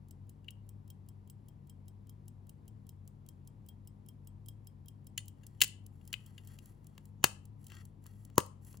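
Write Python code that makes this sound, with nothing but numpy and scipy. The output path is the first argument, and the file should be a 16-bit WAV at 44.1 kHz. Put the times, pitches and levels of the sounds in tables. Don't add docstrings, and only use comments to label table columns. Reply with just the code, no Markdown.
import sys
import numpy as np
from scipy import signal
from scipy.fft import rfft, irfft, next_fast_len
from scipy.io import wavfile
from scipy.ndimage import uniform_filter1d

SR = 44100
rng = np.random.default_rng(int(sys.argv[2]) if len(sys.argv) > 2 else 0)


def to_wav(sig):
    pcm = np.clip(np.atleast_2d(sig), -1, 1) * 32767
    pcm = np.round(pcm).astype(np.int16)
    wavfile.write(sys.argv[1], SR, pcm.T)


N = 388080

# pitch_hz, level_db
HUM_LINES = [(48, -64), (99.9, -53), (143.8, -59), (199.8, -63)]
# frequency_hz, level_db
AIR_COLOUR = [(20, -30.5), (45, -14), (83, 0.5), (150, -5.5), (250, -8), (575, -24.5), (940, -23.5),
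              (1490, -36), (3190, -44), (7000, -52), (10500, -52), (13000, -53.5), (16500, -64)]
# pitch_hz, level_db, t60_s (before a closing taper)
PLATE_MODES = [(2900, 0.5, 0.02), (3210, -2, 0.13), (3828, -6, 0.031), (5000, -8.5, 0.03),
               (5160, -3, 0.061), (5550, -13, 0.043), (7180, -6.5, 0.011), (8020, -6, 0.056),
               (9600, -5.5, 0.028), (10320, -2, 0.028), (11150, -7.5, 0.03), (12280, -0.5, .05),
               (13700, -3.5, 0.049), (14600, -6, .04), (15100, -5, 0.055)]
# level_db, plate_ring_db, unlocking_click_db, low_body_db
TICK_BEAT = (0, 1, -12.5, -8.5)
TOCK_BEAT = (-2.5, 1, -24.5, -12)
# time_s, lateness_ms, level_db, plate_ring_db
WATCH_HANDLING = [(0, 0.5, -45.5, -2.5), (1.2, -3.5, -49, 3.5), (1.9, -4.5, -49, 5), (2.8, -1.5, -46, 0),
                  (3.3, -4, -43, -2.5), (4.0, -1, -48.5, 9), (4.5, -0.5, -43.5, 5.5), (4.9, 0.1, -47, 5.5),
                  (5.35, 0.5, -40.5, -3.5), (5.7, -1, -41, -11.5), (6.3, 0.2, -45, 5),
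                  (6.85, -3.5, -46, -12), (7.299, -2.5, -48, -9), (7.701, -0.5, -44.5, -12.5),
                  (8.101, -1, -43.5, -21), (8.8, -0.5, -51.5, -13.5)]
# start_s, level_db, firmness_db, brightness_db, ring_db
CASE_BLOWS = [(.4443, -58, -20, -12, 2), (0.4841, -24, -55, -38, -12), (5.1774, -26.5, -22, -3.5, 3),
              (5.434, -57.5, -17, -7.5, 8.5), (5.606, -24.5, -40, -9, -14), (5.6156, -7.5, -23.5, -8, 1.5),
              (5.6197, -6.5, -22, -7, -24), (5.627, -28, -27, -1, -11), (5.6357, -22.5, -13, -1.5, -9),
              (5.643, -26, -12, -1, -8), (6.0116, -58, -12, -16.5, -1.5), (6.1291, -25, -21, -7.5, -8),
              (6.139, -15.5, -27, -27, -14.5), (6.3795, -40, -19, -16.5, 3), (6.5876, -44, -18, -6.5, -9),
              (6.979, -40, -3.5, -9.5, -15), (7.2308, -41, 1, -13.5, -17), (7.2413, -6.5, 1, -3, -8),
              (7.2496, -25, -2, -11, -7), (7.65, -67, -25, 2.5, -16), (7.6826, -63.5, -30, 4, -19),
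              (7.7003, -47.5, -10.5, -7, -13), (7.719, -43, 0, -9, -6), (7.751, -53, -2, 0, -13.5),
              (8.059, -54.5, 11, -4, -12), (8.30, -58.5, 7, -4, -12.5), (8.357, -61, -28.5, 4, -23),
              (8.3804, -16, 18.5, 5, -14.5), (8.391, -42, 17, 2, -11.5), (8.403, -28.5, -2.5, -9.5, -18),
              (8.728, -60.5, -17.5, 6, -19), (8.743, -55, 14, -14.5, -11.5), (8.7712, -61.5, -6, 10.5, -13)]
# pitch_hz, level_db, t60_s (before a closing taper)
CASE_MODES = [(620, -6.5, 0.015), (945, -5.5, 0.038), (1140, -8, 0.018), (1480, -8.5, 0.02),
              (1690, 3, 0.044), (1990, -4.5, 0.1), (2786, -2, .05), (3060, -2, 0.03), (3380, -7.5, 0.062),
              (3590, -6.5, 0.089), (4280, -17, 0.12), (4820, -5, 0.064), (6200, -14, 0.084),
              (6700, -4.5, 0.11), (7050, 0.5, 0.027), (8480, 0, .03), (9250, -7, 0.097),
              (10300, -11.5, 0.075), (13200, -12, 0.044), (13900, -20, .03), (14520, -12.5, .05)]
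# pitch_hz, level_db, t60_s (before a closing taper)
HAND_MODES = [(97, -5, .05), (142, -7.5, 0.055), (223, -3.5, 0.026), (350, -3, 0.021), (487, 7, 0.0068)]
# time_s, level_db, brightness_db
GLOVE_RUBS = [
    [(5.35, -87, -5), (5.6, -82, -1)],
    [(5.9, -95, 11.5), (6.2, -76, -2), (6.42, -79, 1), (6.53, -68.5, -1), (6.6, -82.5, 4),
     (6.7, -77.5, 6.5), (6.76, -93.5, 3.5), (7.0, -81, -3.5), (7.1, -95.5, 13)],
    [(7.58, -94, 12.5), (7.685, -83.5, 8.5), (7.7, -64, -15), (7.815, -65, -10), (7.835, -88.5, 5.5),
     (7.9, -91.5, 7)],
    [(8.0, -96, 8.5), (8.07, -71, -3), (8.15, -86.5, 6), (8.25, -86.5, 9.5), (8.3, -78.5, -18.5),
     (8.37, -89, 5)],
    [(8.6, -97.5, 10.5), (8.68, -80, 14.5), (8.75, -79.5, 7.5), (8.8, -89, 5)],
]
# pitch_hz, level_db
SCRAPE_MODES = [(1305, -1.5), (1600, -4.5), (1900, 3), (2740, -6.5), (3290, 0.5), (4390, -3), (5000, -11.5),
                (5700, -8), (7270, -10)]
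# low_hz, high_hz, t60_s, level_db
ROOM_BANDS = [(101, 460, .15, -35.5), (500, 1300, 0.33, -30.5), (1620, 4600, 0.29, -26.5),
              (2700, 3000, 0.33, -32), (4930, 9500, 0.26, -22), (9570, 27000, 0.18, -27)]
# frequency_hz, level_db
MIC_COLOUR = [(30, -30.5), (120, -5), (400, 0.5), (2300, -2.5), (3000, 1), (3500, -9), (4100, -4),
              (5500, -6), (7000, -1), (11500, -5), (15600, -2), (16800, -16)]
# frequency_hz, level_db
BODY_SHADE = [(100, 3), (300, 0), (450, 0), (700, -5), (1200, -7), (2800, -7), (4000, 0)]
# frequency_hz, phase_rad
BODY_TURN = [(40, -.2), (250, -.6), (450, -.9), (650, -1.6), (950, .5), (1400, -.8), (2000, -1.3),
             (2800, -.5), (4200, .1), (5500, -.5), (6200, 0)]
# frequency_hz, level_db
SHARED_LEVEL = [(150, 0), (300, -4), (450, -12), (700, -6), (1400, -8), (2000, -12), (6000, -4), (7000, 0)]
# frequency_hz, phase_rad
SHARED_PHASE = [(50, -.3), (150, -.35), (200, .3), (300, -.8), (450, -.6), (650, 2.4), (950, 1.8),
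                (1400, 3.2), (2000, 0)]
# frequency_hz, level_db
FAR_PORT = [(30, -2), (100, -5.5), (400, -5), (1000, -4), (2800, -6), (4200, -4), (5600, -5)]

LEAD = 441
RING_S = .1
AIR_DB = -62.8
SWING_S, FIRST_S = .39783, .1091
TOCK_S = .1857
UNLOCK_S = .0245
BEAT_SCATTER_DB = 1
RATTLE_S, RATTLE_S_PER_DB = .008, -.00008
THUD_DB, THUD_SLOPE = -11, .95
HOLLOW_DB, HOLLOW_SLOPE = -5, .3
THUD_LATE_S = .0018
LOW_DB = -7
TREBLE_DB = -3
SCRAPE_WIDTH_HZ = 100
SPLIT_HZ, LAG = 6600, 10
TOP_HZ = 16900


def undb(db):
    return 10 ** (np.asarray(db) / 20)


def fade(t, t60):
    return np.exp(-np.log(1000) * t / max(t60, 1e-3))


def shaped(x, points, turn=((1, 0), (2, 0))):
    size = next_fast_len(len(x))
    log_f = np.log(np.arange(size // 2 + 1) * SR / size + 1)

    def curve(pairs):
        hz, value = np.transpose(pairs)
        return np.interp(log_f, np.log(hz), value)

    response = undb(curve(points)) * np.exp(1j * curve(turn))
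    return irfft(rfft(x, size) * response, size)[:len(x)]


def unit(x):
    return x / np.sqrt(np.mean(x ** 2))


def walk(rate):
    hold = int(SR / rate)
    steps = np.repeat(rng.standard_normal(N // hold + 1), hold)
    return uniform_filter1d(uniform_filter1d(steps, hold), hold)[:N]


def add(out, s, x):
    i = int(s * SR)
    out[i:i + len(x)] += x[:N - i]


def modal(modes, scatter_db, beat_hz):
    t = np.arange(int(SR * RING_S), dtype=np.float32) / np.float32(SR)
    hz, db, t60 = np.float32(np.transpose(modes))[:, :, None]
    draws = np.float32(rng.standard_normal((len(modes), 3)))
    level_draw, pitch_draw, throb_draw = draws.T[:, :, None]
    throb = np.cos(2 * np.pi * beat_hz * throb_draw * t)
    decay = np.exp(-t * np.float32(np.log(1000)) / t60) * (1 - t / RING_S)
    tone = np.sin(2 * np.pi * hz * (1 + 0.007 * pitch_draw) * t)
    ring = np.sum(undb(db + scatter_db * level_draw) * decay * throb * tone, axis=0)
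    return ring / np.abs(ring).max()


def strike(modes, rattle_s, ring_db, colour):
    t = np.arange(int(SR * RING_S)) / SR
    rattle = rng.standard_normal(len(t)) * undb(-60 * (t / rattle_s) ** 2)
    spectrum = rfft(np.pad(rattle, LEAD))
    power = np.abs(spectrum) ** 2
    levelling = np.sqrt(power.mean() / uniform_filter1d(power, size=60))
    crack = irfft(spectrum * levelling, len(t) + 2 * LEAD)
    crack[:LEAD] = 0
    ring = (1 - fade(t, rattle_s / 2)) * modal(modes, scatter_db=3, beat_hz=20)
    return shaped(crack + np.pad(2 * undb(ring_db) * ring, LEAD), colour)


def appliance():
    t = np.arange(N) / SR
    out = np.zeros(N)
    for hz, db in HUM_LINES:
        level = undb(db - 2.5 + 2.2 * walk(11))
        out += level * np.sin(2 * np.pi * hz * t + 3.1 * walk(7.3))
    return out


def air():
    return undb(AIR_DB + 0.39 * walk(5.3)) * unit(shaped(rng.standard_normal(N), AIR_COLOUR))


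def escapement():
    out = np.zeros(N)
    when, late_ms, watch_db, watch_ring_db = np.transpose(WATCH_HANDLING)
    for swing in np.arange(FIRST_S, N / SR - SWING_S / 2, SWING_S):
        for s, beat in ((swing, TICK_BEAT), (swing + TOCK_S, TOCK_BEAT)):
            db, ring_db, unlock_db, body_db = beat
            level_scatter, body_scatter, unlock_scatter = BEAT_SCATTER_DB * rng.standard_normal(3)
            drop_db = db + np.interp(s, when, watch_db) + level_scatter
            click_db = drop_db + unlock_db + unlock_scatter
            ring_db = ring_db + np.interp(s, when, watch_ring_db)
            drop_s = s + np.interp(s, when, late_ms) / 1000
            colour = [(1800, body_db - 32.5), (3000, body_db + body_scatter), (5000, -8),
                      (8000, -4.0), (11000, -2.5), (16000, -6)]
            for at, at_db in ((drop_s, drop_db), (drop_s - UNLOCK_S, click_db)):
                blow = strike(PLATE_MODES, 0.0085, ring_db, colour)
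                add(out, at - LEAD / SR, undb(at_db) * blow)
    return out


def covers():
    out = np.zeros(N)
    for s, db, firm_db, bright_db, ring_db in CASE_BLOWS:
        hollow_db = HOLLOW_DB + HOLLOW_SLOPE * firm_db
        colour = [(300, firm_db - 21), (750, firm_db + LOW_DB), (1050, firm_db), (1900, hollow_db),
                  (2900, 0), (5500, bright_db), (11000, bright_db + TREBLE_DB)]
        rattle_s = RATTLE_S + RATTLE_S_PER_DB * firm_db
        add(out, s - LEAD / SR, undb(db) * strike(CASE_MODES, rattle_s, ring_db, colour))
        thud_db = db + THUD_DB + THUD_SLOPE * firm_db
        add(out, s + THUD_LATE_S, undb(thud_db) * modal(HAND_MODES, scatter_db=1, beat_hz=0))
    return out


def glove():
    t = np.arange(N) / SR
    snags = (rng.random(N) < 60 / SR) * rng.exponential(8., N)
    grain = (rng.standard_normal(N) + snags) * undb(3 * walk(200) + 1.5 * walk(30))
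    rasp = np.zeros(N)
    for hz, db in SCRAPE_MODES:
        b, a = signal.iirpeak(hz, hz / SCRAPE_WIDTH_HZ, SR)
        rasp += undb(db) * signal.lfilter(b, a, grain)
    hiss = unit(shaped(grain, [(700, -30), (1400, 0), (3000, -3), (6000, -8), (9000, -30)]))
    dull = unit(unit(rasp) + undb(-13) * hiss)
    bright = unit(shaped(grain, [(4000, -13), (7000, -5.0), (11000, 3.0), (16000, -9.5)]))
    out = np.zeros(N)
    for rub in GLOVE_RUBS:
        s, db, bright_db = np.transpose(rub)
        edge = np.clip(np.minimum(t - s[0], s[-1] + 0.018 - t) / 0.025, 0, 1)
        fizz = undb(np.interp(t, s, bright_db)) * bright
        out += edge * undb(np.interp(t, s, db)) * (dull + fizz)
    return out


def room(x):
    t = np.arange(int(SR * .55)) / SR
    tail = np.zeros(len(t))
    for lo_hz, hi_hz, t60, db in ROOM_BANDS:
        band = [(lo_hz / 2, -40), (lo_hz, 0), (hi_hz, 0), (hi_hz * 2, -40)]
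        noise = unit(shaped(rng.standard_normal(len(t)), band))
        decay = fade(t, t60) / np.sqrt(t60 * SR / (2 * np.log(1000)))
        tail += undb(db) * decay * noise
    return signal.fftconvolve(x, tail * np.clip(t / .004, 0, 1))[:N]


def scene():
    behind = appliance() + air()
    watch = shaped(escapement() + covers() + glove(), MIC_COLOUR)
    near = watch + room(watch) + behind
    own_colour = [(30, -8), (100, -8), (250, -4), (500, -.5), (1500, -2), (5000, 0), (7000, -12)]
    own_rush = shaped(air(), own_colour)
    far_watch = shaped(watch + room(watch), BODY_SHADE, BODY_TURN)
    far = far_watch + shaped(behind, SHARED_LEVEL, SHARED_PHASE) + own_rush
    return np.array([near, far])


def record(dry):
    low = shaped(dry[1], FAR_PORT + [(SPLIT_HZ - 300, 0), (SPLIT_HZ + 300, -80)])
    high = shaped(dry[1], [(SPLIT_HZ - 300, -80), (SPLIT_HZ + 300, 0)])
    pair = undb(5.0) * np.array([dry[0], low - np.roll(high, -LAG)])
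    top_cut = signal.ellip(12, .2, 100, TOP_HZ, fs=SR, output="sos")
    return signal.sosfilt(top_cut, np.tanh(pair))


dry = scene()
out = record(dry)
to_wav(out)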